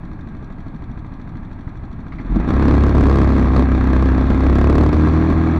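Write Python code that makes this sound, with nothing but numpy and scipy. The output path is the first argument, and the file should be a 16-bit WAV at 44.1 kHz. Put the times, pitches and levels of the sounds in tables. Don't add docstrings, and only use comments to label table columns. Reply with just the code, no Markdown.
import sys
import numpy as np
from scipy import signal
from scipy.io import wavfile
from scipy.ndimage import uniform_filter1d

SR = 44100
rng = np.random.default_rng(int(sys.argv[2]) if len(sys.argv) > 2 else 0)


def elevation(decibels):
    levels = np.asarray(decibels, float)
    return 10 ** (levels / 20)


def wav_out(sig):
    wavfile.write(sys.argv[1], SR, np.round(np.clip(np.atleast_2d(sig).T, -1, 1) * 32767).astype(np.int16))


N = 246519
TIME_S = np.arange(N) / SR

# (frequency [Hz], density [dB per Hz])
STREET_SPECTRUM = [(12, -31), (20, -10.5), (53, 7), (266, -1.5), (478, -30), (1300, -16), (1450, -41),
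                   (2330, -43.5), (2840, -72), (3540, -49.5), (5090, -63.5), (5850, -61.5), (15500, -82.5)]
# (frequency [Hz], width [Hz], level [dB])
HISS_BANDS = [(9000, 3000, -2), (12400, 5000, 0)]
# (frequency [Hz], level [dB rms])
WHINES = [(8000, -95), (9222, -94), (10750, -103)]

# (time [s], speed [cycles/s])
ENGINE_SPEED = [(0.0, 12.85), (0.7, 12.58), (1.0, 13.53), (1.6, 12.24), (1.8, 12.72), (2.1, 13.0),
                (2.2, 18.45), (2.4, 23.78), (2.47, 33.57), (2.55, 32.93), (2.65, 35.35), (3.0, 34.51),
                (3.4, 33.04), (3.97, 32.21), (4.47, 33.17), (4.83, 37.14), (5.17, 39.99), (5.59, 40.44)]
# (time [s], level [dB])
ENGINE_PULL = [(2.1, -1), (2.38, 6), (2.45, 1.5), (2.55, 0.5), (2.72, 1.5), (3.05, 2.5), (3.3, 1),
               (3.51, -1.5), (3.59, 3), (3.67, -3.5), (3.95, -0.5), (4.2, -1.5), (4.5, 0.5), (4.65, 1.5),
               (4.87, 3), (5.05, -0.5), (5.59, -3.5)]
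# (time [s], dip [dB])
MISFIRE_DIPS = [
    (2.932, -6.5),
    (4.909, -7.5),
]
# (time [s], level [dB])
DRIVE_SLACK = [(2.1, -22), (2.45, 8), (2.72, 8), (2.78, -6), (3.25, -4), (3.8, 8), (4.15, 6), (4.55, -12),
               (4.9, -10), (5.1, 0)]
# (time [s], strength [dB])
DRIVE_JOLTS = [(2.358, 9), (2.398, 9.5), (2.487, 12.5), (2.946, 1.5), (3.562, 5), (4.301, 5.5),
               (4.928, 3.5), (5.3, 2.5), (5.325, 2.5)]
# (time [s], peak [dB])
BELT_SLAPS = [
    (2.1212, -32),
    (2.1847, -34.5),
]
# (multiple of the cycle [1], clutch slipping [dB], clutch gripped [dB], lag [cycles])
PISTON_ORDERS = [(1, -16, -12, .25), (3, -14, -24.5, 0.2), (4, -24, -9, 0.14), (6, -19, -7.5, .16),
                 (7, -18.5, -16.5, 0.066), (8, -8, -6, 0.1016), (10, -16, -27, 0.085)]

# (frequency [Hz], width [Hz], level [dB])
SILENCER_MODES = [(54.6, 67, 1), (132, 69, -0.5), (263, 33, -7.5)]
BELT_MODES = [(2110, 610, 12.5), (2630, 1500, -13), (3900, 1200, -4), (1130, 500, 11.5)]
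VALVE_MODES = [(3460, 910, 3), (4350, 620, -5), (5010, 340, -16), (5780, 470, -9), (6460, 700, -15),
               (7250, 790, -17.5), (8950, 2400, -19), (12500, 4000, -26.5)]
PANEL_MODES = [(696, 480, 5), (1172, 400, -0.5), (1317, 200, 0.5), (1615, 190, -3.5), (1871, 410, -6),
               (2340, 780, -9)]
CRACK_MODES = [(4330, 1170, 2), (7800, 5000, -16), (13000, 7400, -21)]
FRAME_MODES = [(53.7, 86, -4.5), (133, 99, -16.5), (190, 125, -6), (244.7, 65.6, -1.5), (310.5, 25, -6.5)]
MOUNT_MODES = [(43.7, 34.6, -9), (143.5, 44, -12), (268, 200, 3.5)]
BRACKET_MODES = [(388.7, 235, 6.5), (1073, 217, 2.5), (1550, 480, -15)]


def walk(rate_hz):
    hold = int(SR / rate_hz)
    steps = np.repeat(rng.standard_normal(N // hold + 1), hold)
    return 0.94 * uniform_filter1d(uniform_filter1d(steps, hold), hold)[:N]


def noise():
    return rng.standard_normal(N)


def unit(x):
    return x / np.sqrt(uniform_filter1d(x ** 2, size=SR // 4) + 1e-18)


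def curves(table):
    time_s, *columns = np.transpose(table)
    return [np.interp(TIME_S, time_s, column) for column in columns]


def ramp(start_s, takes_s):
    return np.clip((TIME_S - start_s) / takes_s, 0, 1)


def bump(centre_s, spread_s):
    return np.exp(-((TIME_S - centre_s) / spread_s) ** 2)


def ring(x, modes, passes, flip=-1):
    out = 0
    for k, (hz, width_hz, db) in enumerate(modes):
        y = x
        for _ in range(passes):
            y = signal.lfilter(*signal.iirpeak(hz, hz / width_hz, SR), y)
        out = out + flip ** k * elevation(db) * np.sqrt(100 / width_hz) * y
    return out


def linger(x, decay_s):
    return signal.lfilter([1], [1, -np.exp(-1 / (decay_s * SR))], x)


def push(x, contact_s):
    return signal.fftconvolve(x, np.hanning(int(contact_s * SR)))[:N]


def blows(turn, at, late, scatter_db):
    cycles = np.arange(-1, int(turn[-1]))
    chance = rng.standard_normal((len(cycles), 2))
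    where = np.searchsorted(turn, cycles + at + late * chance[:, 0])
    out = np.zeros(N + 1)
    out[where] = elevation(scatter_db * chance[:, 1])
    out[0] = 0
    return out[:N]


def electronics():
    whines = sum(np.sqrt(2) * elevation(db) * np.sin(2 * np.pi * hz * TIME_S) for hz, db in WHINES)
    return whines + elevation(-90.5) * unit(ring(noise(), HISS_BANDS, 1))


def street():
    out, swell_db = 0, walk(0.28)
    hz_points, db_points = np.transpose(STREET_SPECTRUM)
    for hz in 22 * 2 ** (np.arange(19) / 2):
        sos = signal.butter(2, [hz / 1.202, hz * 1.183], "band", fs=SR, output="sos")
        band = signal.sosfilt(sos, noise())
        band_db = np.interp(np.log(hz), np.log(hz_points), db_points)
        out = out + band * elevation(band_db + swell_db + 0.66 * walk(3.6))
    return out * elevation(-32.5) / np.std(out)


def silencer(turn):
    pulses = push(blows(turn, .71, late=.015, scatter_db=1.8), .006)
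    chuff = ring(pulses, SILENCER_MODES, 1, flip=0.81)
    return elevation(-33.0) * chuff / np.std(chuff)


def belt():
    hits = np.zeros(N)
    for s, db in BELT_SLAPS:
        hits[int(s * SR)] = elevation(db + 4)
    return ring(linger(hits, 0.018) * noise(), BELT_MODES, 2)


def valves(turn, knocks, blow_db):
    seatings = blows(turn, .975, late=0.0066, scatter_db=1.2)
    seat = unit(linger(linger(seatings, 0.005), 0.0015))
    shaken = elevation(12 + 0.6 * (blow_db + 16)) * unit(push(linger(knocks, 0.006), 0.003))
    chatter = elevation(6 + .24 * (blow_db + 16) + walk(50))
    clatter = (seat + shaken + chatter) * noise()
    whirr = elevation(-6) * unit(ring(noise(), VALVE_MODES[:2], 2))
    metal = unit(ring(clatter, VALVE_MODES, 2))
    casing = elevation(2.5) * unit(ring(clatter, PANEL_MODES[3:], 2))
    return whirr + metal + casing


def panels(knocks, blow_db):
    chatter = elevation(4.5 + 0.73 * walk(40))
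    bursts = elevation(0.19 * (blow_db + 17)) * unit(push(linger(knocks, 0.0032), 0.0018))
    return unit(ring((chatter + bursts) * noise(), PANEL_MODES, 2))


def crack(knocks, blow_db):
    edge = unit(push(linger(knocks ** 1.4, 0.0028), 0.00076)) * noise()
    crack_db = -35.5 + blow_db + 1.3 * (blow_db + 15.5)
    return elevation(crack_db) * unit(ring(edge, CRACK_MODES, 1))


def frame(knocks):
    jolt = (0.073 + unit(linger(knocks, 0.013))) * noise()
    return unit(ring(jolt, FRAME_MODES, 2))


def mount(knocks, blow_db):
    thud = unit(ring(push(knocks, 0.003), MOUNT_MODES, 1, flip=0.6))
    clang = unit(ring(push(knocks, 0.0004), BRACKET_MODES, 2, flip=0.7))
    return -elevation(blow_db) * (thud + elevation(-4.5 + 0.63 * (blow_db + 14)) * clang)


def shake(turn, upper_db, grip):
    out = np.cos(4 * np.pi * (turn - .2)) * elevation(1.43 * walk(14))
    for multiple, slip_db, grip_db, lag in PISTON_ORDERS:
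        db = slip_db + grip * (grip_db - slip_db) + upper_db + (2.2 - 1.4 * grip) * walk(9)
        wander_rad = 0.5 * (1 - .5 * grip) * walk(8.4)
        out = out + elevation(db) * np.cos(2 * np.pi * multiple * (turn - lag) + wander_rad)
    return np.sqrt(2) * out


def firing_knocks(turn, speed):
    early = turn + .12 * np.clip((speed - 13) / 20, 0, 1)
    exhaust_db = curves(DRIVE_SLACK)[0]
    knocks = blows(early, .765, late=.025, scatter_db=1.3)
    knocks = knocks + elevation(exhaust_db) * blows(early, .32, late=.025, scatter_db=2)
    for s, db in DRIVE_JOLTS:
        knocks[int(s * SR)] += elevation(db)
    return knocks


def scene():
    speed = curves(ENGINE_SPEED)[0]
    turn = -.67 + np.cumsum(speed) / SR
    throttle = ramp(2.146, 0.4)
    pull_db = curves(ENGINE_PULL)[0] + sum(db * bump(s, 0.018) for s, db in MISFIRE_DIPS)

    def part_db(idle_db, ride_db, db_per_pull_db):
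        return idle_db + (ride_db - idle_db) * throttle + db_per_pull_db * pull_db

    bite_s, bite_takes_s = 2.51, 0.046
    shake_db = part_db(-36.5, -22, 0.71) + 9.5 * ramp(bite_s, bite_takes_s)
    shake_db = shake_db - 0.23 * np.maximum(speed - 33.5, 0)
    shake_db = shake_db + 10.5 * bump(2.33, .06)
    blow_db = part_db(-43.5, -17, 1.06)
    rumble_db = part_db(-39.5, -22, 1.63)
    rattle_db = part_db(-47, -29.5, 0.22)
    valve_db = part_db(-66, -53.5, 0.59) + 4 * ramp(bite_s - bite_takes_s, bite_takes_s)
    gain_per_s = uniform_filter1d(np.clip(np.gradient(speed) * SR, 0, 10), size=SR // 10)
    upper_db = -6 + 5 * throttle - 0.16 * gain_per_s
    grip = ramp(4.75, 0.4)

    knocks = firing_knocks(turn, speed)
    out = street() + silencer(turn) + belt()
    out = out + elevation(valve_db) * valves(turn, knocks, blow_db)
    out = out + elevation(rattle_db) * panels(knocks, blow_db)
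    out = out + crack(knocks, blow_db)
    out = out + elevation(rumble_db) * frame(knocks)
    out = out + mount(knocks, blow_db)
    out = out + elevation(shake_db) * shake(turn, upper_db, grip)
    return out[None]


def roll_off(x):
    return signal.sosfilt(signal.butter(12, 15740, fs=SR, output="sos"), x)


def record(dry):
    ceiling = .425
    x = dry / ceiling
    x = ceiling * x / (1 + np.abs(x) ** 20) ** (1 / 20)
    x = signal.lfilter(*signal.butter(1, 4.0, "high", fs=SR), x)
    x = x - 0.0051 - .12 * uniform_filter1d(x ** 2, size=SR // 10)
    x = (x + electronics()) * (1 - ramp(N / SR - .004, .004))
    return roll_off(x)


dry = scene()
out = record(dry)
wav_out(out)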